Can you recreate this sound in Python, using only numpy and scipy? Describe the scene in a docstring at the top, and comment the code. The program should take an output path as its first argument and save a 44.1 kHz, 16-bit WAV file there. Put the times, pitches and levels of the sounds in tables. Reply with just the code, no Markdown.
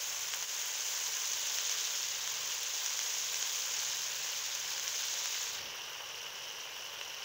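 """A dense, crackling sizzle: chopped vegetables in hot fat in a metal pot, heard from just above.
Steam bubbles burst by the thousand, in little flurries; larger drops spit and fat mist ticks.
The pot scatters and colours each burst; the kitchen hums faintly. From about 5.5 s something
(probably a finger) shades the microphone port: a soft rub, and the sizzle turns dull and hollow."""
import sys
import numpy as np
from scipy import signal
from scipy.fft import rfft, irfft, next_fast_len
from scipy.io import wavfile
from scipy.ndimage import map_coordinates

SR = 44100
rng = np.random.default_rng(int(sys.argv[2]) if len(sys.argv) > 2 else 0)


def persist_wave(psi):
    """Save psi, clipped to +-1, as 16-bit WAV."""
    counts = np.round(np.clip(psi, -1, 1) * 32767).astype(np.int16)
    wavfile.write(sys.argv[1], SR, np.atleast_2d(counts).T)


N = 319284

# Larger bubbles bursting, relative trend: time_s, level_db
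CRACKLE_TREND = [(0, -50), (1.6, -49.5), (3.2, -49.5), (5.3, -49), (5.8, -50.5), (7.24, -51.5)]
# Fizz where juice meets fat, relative trend: time_s, level_db
FIZZ_TREND = [(0.0, -38.5), (0.42, -38.5), (0.66, -37.5), (1.79, -36), (2.22, -38.5), (3.43, -36.5),
              (4.75, -39.5), (5.08, -37.5), (5.29, -38), (5.4, -38.5)]
# Typical ring of the fizz bubbles, which grow as juice runs out: time_s, pitch_hz
FIZZ_PITCH = [(0, 8060), (1.1, 7185), (1.7, 5350), (3.2, 6300), (4.4, 5680), (5.4, 5450)]
# Loudest spitting drops, relative levels: start_s, level_db, plop_db, snap_hz
SPITS = [(0.337, -23.5, -8, 2930), (0.425, -24.5, -14, 6170), (0.493, -28, -18, 5990),
         (1.168, -26, -14, 6400), (1.333, -21.5, -23, 5780), (1.585, -19.5, -20, 5810),
         (1.651, -24, -19, 6240), (1.695, -20, -23, 5700), (1.716, -25, -16, 6240), (1.809, -27, -19, 6180),
         (2.275, -21.5, -16, 6340), (2.861, -20.5, -24, 5990), (2.991, -21, -19, 5680),
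         (3.343, -21, -21, 5890), (3.426, -20, -20, 6600), (4.55, -22, -32, 6200), (4.779, -27, -11, 6550),
         (4.796, -23, -20, 6200), (4.878, -21, -23, 5560), (5.257, -26, -7, 5570), (6.266, -27, -14, 3170),
         (7.012, -24.5, -10, 2870)]
# Pinprick bursts of fat mist, relative levels: start_s, level_db
MIST_TICKS = [(0.1945, -33), (0.6848, -31), (1.4692, -30), (2.6327, -30), (3.8496, -35), (4.4593, -35)]
# Hollow of the pot: freq_hz, gain_db
POT_RESPONSE = [(100, -29), (260, -22), (430, -5), (560, -2), (660, -6.5), (1020, 0), (1300, -5), (1550, 0),
                (1830, -1.5), (2300, -0.5), (3100, 3.5), (4300, -2), (16000, 0.5)]
# Motor hum swelling and fading, relative trend: time_s, level_db
HUM_TREND = [(0.0, -84), (0.36, -72), (0.83, -93), (1.09, -73), (1.13, -87), (2.16, -72), (2.24, -81),
             (2.38, -67), (2.72, -89), (3.02, -82), (3.06, -93), (3.27, -70), (3.63, -82), (3.89, -71),
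             (4.23, -70), (4.54, -84), (4.64, -74.5), (7.24, -85)]
# Room rumble, spectral shape: freq_hz, gain_db
RUMBLE_SPECTRUM = [(20, -40), (35, -7), (50, -6), (70, 0.5), (130, 2), (190, -4), (260, -5.5), (600, -13),
                   (3000, -22.5)]
# Shading of the microphone port, 0 open to 1 shaded: time_s, share
PORT_SHADE = [(5.44, 0), (5.55, 0.22), (5.63, 0.48), (5.7, 0.7), (5.77, 0.76)]
# Port response when open, half shaded, shaded: freq_hz, gain_db
PORT_OPEN = [(2000, 0), (4400, 1.5), (5500, 5), (6200, 8), (6650, 8), (7300, 1.5), (8100, -9.5),
             (10000, -14), (12600, -7), (13800, -19), (14700, 3), (15700, 3.5)]
PORT_HALF = [(450, 3.5), (1100, 0), (3000, -1.5), (4400, -3.5), (5700, 3), (6600, -4), (7300, -13),
             (8100, -21), (10000, -19), (13700, -12), (14700, -4)]
PORT_SHADED = [(450, 1.5), (1250, 0.5), (1600, -1.5), (2350, -6), (2950, 6), (3600, -10.5), (4700, -16),
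               (5750, -0.5), (6700, -10), (8000, -16.5), (10000, -20.5), (12900, -11.5), (13700, -26),
               (14700, -9)]


def amp(db):
    """Decibels to gain."""
    return 10 ** (np.asarray(db) / 20)


def unit(x):
    """Scale to rms 1."""
    return x / np.sqrt(np.mean(x ** 2) + 1e-20)


def curve(rows):
    """(time_s, value) rows as one value per sample."""
    return np.interp(np.arange(N) / SR, *np.transpose(rows))


def wobble(knots_per_s):
    """Smooth random curve."""
    knots = rng.standard_normal(int(N * knots_per_s / SR) + 4)
    return map_coordinates(knots, [np.arange(N) * knots_per_s / SR])


def coloured(x, response):
    """Minimum-phase filter through (freq_hz, gain_db) rows; clicks stay sharp."""
    size = 2 * next_fast_len(N // 2 + 8192)
    hz, db = np.transpose(response)
    gain = amp(np.interp(np.log(np.fft.rfftfreq(size, 1 / SR) + 1), np.log(hz), db))
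    cepstrum = irfft(np.log(gain))
    cepstrum[1:size // 2] *= 2
    cepstrum[size // 2 + 1:] = 0
    return irfft(rfft(x, size) * np.exp(rfft(cepstrum)))[:N]


def noise(spectrum):
    """Noise shaped by (freq_hz, gain_db) rows, rms 1."""
    return unit(coloured(rng.standard_normal(N), spectrum))


def bubbles(rate_per_s, pitch_hz, log_spread, decay_cycles, spread_db, flurry_db):
    """Bubbles burst in flurries, each a tiny damped ring near pitch_hz; rms 1."""
    activity = amp(flurry_db * (wobble(45) + wobble(100) + wobble(200)))
    count = int(rate_per_s * N / SR)
    start = np.searchsorted(np.cumsum(activity) / activity.sum(), rng.random(count))
    detune = np.exp(log_spread * rng.standard_normal(count))
    ring_hz = np.clip(np.broadcast_to(pitch_hz, N)[start] * detune, 300, SR / 2)
    strength = amp(spread_db * np.minimum(rng.standard_normal(count), 3)) * np.sqrt(ring_hz)
    strength *= rng.choice([-1, 1], count)
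    age = np.arange(96)
    cycles = ring_hz[:, None] * age / SR
    rings = strength[:, None] * np.exp(-cycles / decay_cycles) * np.cos(2 * np.pi * cycles)
    return unit(np.bincount((start[:, None] + age).ravel(), rings.ravel(), N)[:N])


def sizzle():
    """Bubbles give coarse crackle, fine fizz and thin prickle over the hiss of escaping steam."""
    coarse = bubbles(1500, pitch_hz=1950, log_spread=0.53, decay_cycles=0.81,
                     spread_db=3.5, flurry_db=1.25)
    simmer = noise([(450, 0.5), (900, -0.5), (2500, -2.5), (6000, -13)])
    fine = bubbles(6000, pitch_hz=curve(FIZZ_PITCH), log_spread=0.334, decay_cycles=4.4,
                   spread_db=4.5, flurry_db=1.5)
    prickle = bubbles(3000, pitch_hz=13400, log_spread=0.17, decay_cycles=0.91,
                      spread_db=6.5, flurry_db=1.9)
    steam = noise([(800, -10), (3000, 1.5), (7000, 5), (16000, -5)])
    crackle = amp(curve(CRACKLE_TREND) + 2) * (coarse + simmer)
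    fizz = amp(curve(FIZZ_TREND) - 4.5) * (fine + amp(-4.5) * prickle + amp(-3) * steam)
    return crackle + fizz


def spits(crack_s=0.00009, snap_s=0.00048, plop_s=0.00028, plop_hz=1700, spray_s=0.0022, spray_db=-17):
    """A drop flashes to steam: broad crack, ringing snap, low plop, short spray of droplets."""
    out, t = np.zeros(N + SR), np.arange(SR // 30) / SR
    delay_s = 0.001
    crack = (1 - t / crack_s) * np.exp(-t / crack_s)
    for start_s, level_db, plop_db, snap_hz in SPITS:
        detune = np.exp(0.078 * rng.standard_normal())
        snap = np.exp(-t / snap_s) * np.cos(2 * np.pi * snap_hz * t)
        plop = amp(plop_db + 13.5) * np.exp(-t / plop_s) * np.cos(2 * np.pi * plop_hz * detune * t)
        spray = amp(spray_db) * np.exp(-t / spray_s) * rng.standard_normal(len(t))
        spit = amp(level_db - 3) * (crack + snap + plop + spray)
        out[round((start_s + delay_s) * SR):][:len(t)] += spit
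    return out[:N]


def mist_ticks(pitch_hz=10300, decay_s=0.0003):
    """The tiniest drops burst with one bright tick each."""
    out, t = np.zeros(N + SR), np.arange(SR // 200) / SR
    for start_s, level_db in MIST_TICKS:
        ring_hz = pitch_hz * np.exp(0.07 * rng.standard_normal())
        tick = np.exp(-t / decay_s) * np.sin(2 * np.pi * ring_hz * t)
        out[round(start_s * SR):][:len(t)] += amp(level_db + 11) * tick
    return out[:N]


def pot(bursts, echo_db=-11, t60_s=0.035):
    """The walls scatter each burst into a brief diffuse echo; the hollow colours it all."""
    power_decay = amp(-60 * np.arange(SR // 10) / SR / t60_s) ** 2
    echo_power = signal.oaconvolve(bursts ** 2, power_decay / power_decay.sum())[:N]
    scatter = noise([(400, -8.5), (3000, 5), (7000, 1), (16000, -11.5)])
    echo = amp(echo_db) * np.sqrt(np.abs(echo_power)) * scatter
    return coloured(bursts + echo, POT_RESPONSE)


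def kitchen(hum_hz=152, waver_hz=0.96, rumble_db=-71, swell_share=0.16):
    """A wavering motor hum, and room rumble that partly follows its swell."""
    trend_db = curve(HUM_TREND)
    swell_db = swell_share * (trend_db - trend_db.mean()) + 0.93 * wobble(2.72)
    rumble = amp(rumble_db + swell_db) * noise(RUMBLE_SPECTRUM)
    phase = 2 * np.pi * np.cumsum(hum_hz + waver_hz * wobble(4.78)) / SR
    return rumble + amp(trend_db + 1) * np.sin(phase)


def grip_rub(centre_s=5.64, half_width_s=0.085, level_db=-64):
    """A soft low rub as the grip shifts."""
    rub = noise([(30, -12), (75, 0), (130, -5), (250, -7), (450, -7), (1200, -30)])
    envelope = np.exp(-((np.arange(N) / SR - centre_s) / half_width_s) ** 2)
    return amp(level_db) * rub * envelope


def dip_gain(centre_s=0.47, half_width_s=0.018, depth_db=-4):
    """The level dips briefly, once."""
    window = np.exp(-((np.arange(N) / SR - centre_s) / half_width_s) ** 4)
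    return amp(depth_db * window)


def scene():
    """The frying pot in the kitchen, mono."""
    frying = pot(sizzle() + spits() + mist_ticks())
    return (dip_gain() * (frying + kitchen() + grip_rub()))[None]


def record(dry):
    """Shading the port dulls it, then leaves a small ringing cavity; nothing passes above top_hz."""
    top_hz = 15750
    shade = curve(PORT_SHADE)
    heard = np.zeros(N)
    for share, response in [(0, PORT_OPEN), (0.5, PORT_HALF), (1, PORT_SHADED)]:
        crossfade = np.maximum(1 - 2 * abs(shade - share), 0)
        heard += crossfade * coloured(dry[0], response)
    size = next_fast_len(N + 8192)
    passband = np.fft.rfftfreq(size, 1 / SR) < top_hz
    return irfft(rfft(heard, size) * passband, size)[None, :N]


dry = scene()
out = record(dry)
persist_wave(out)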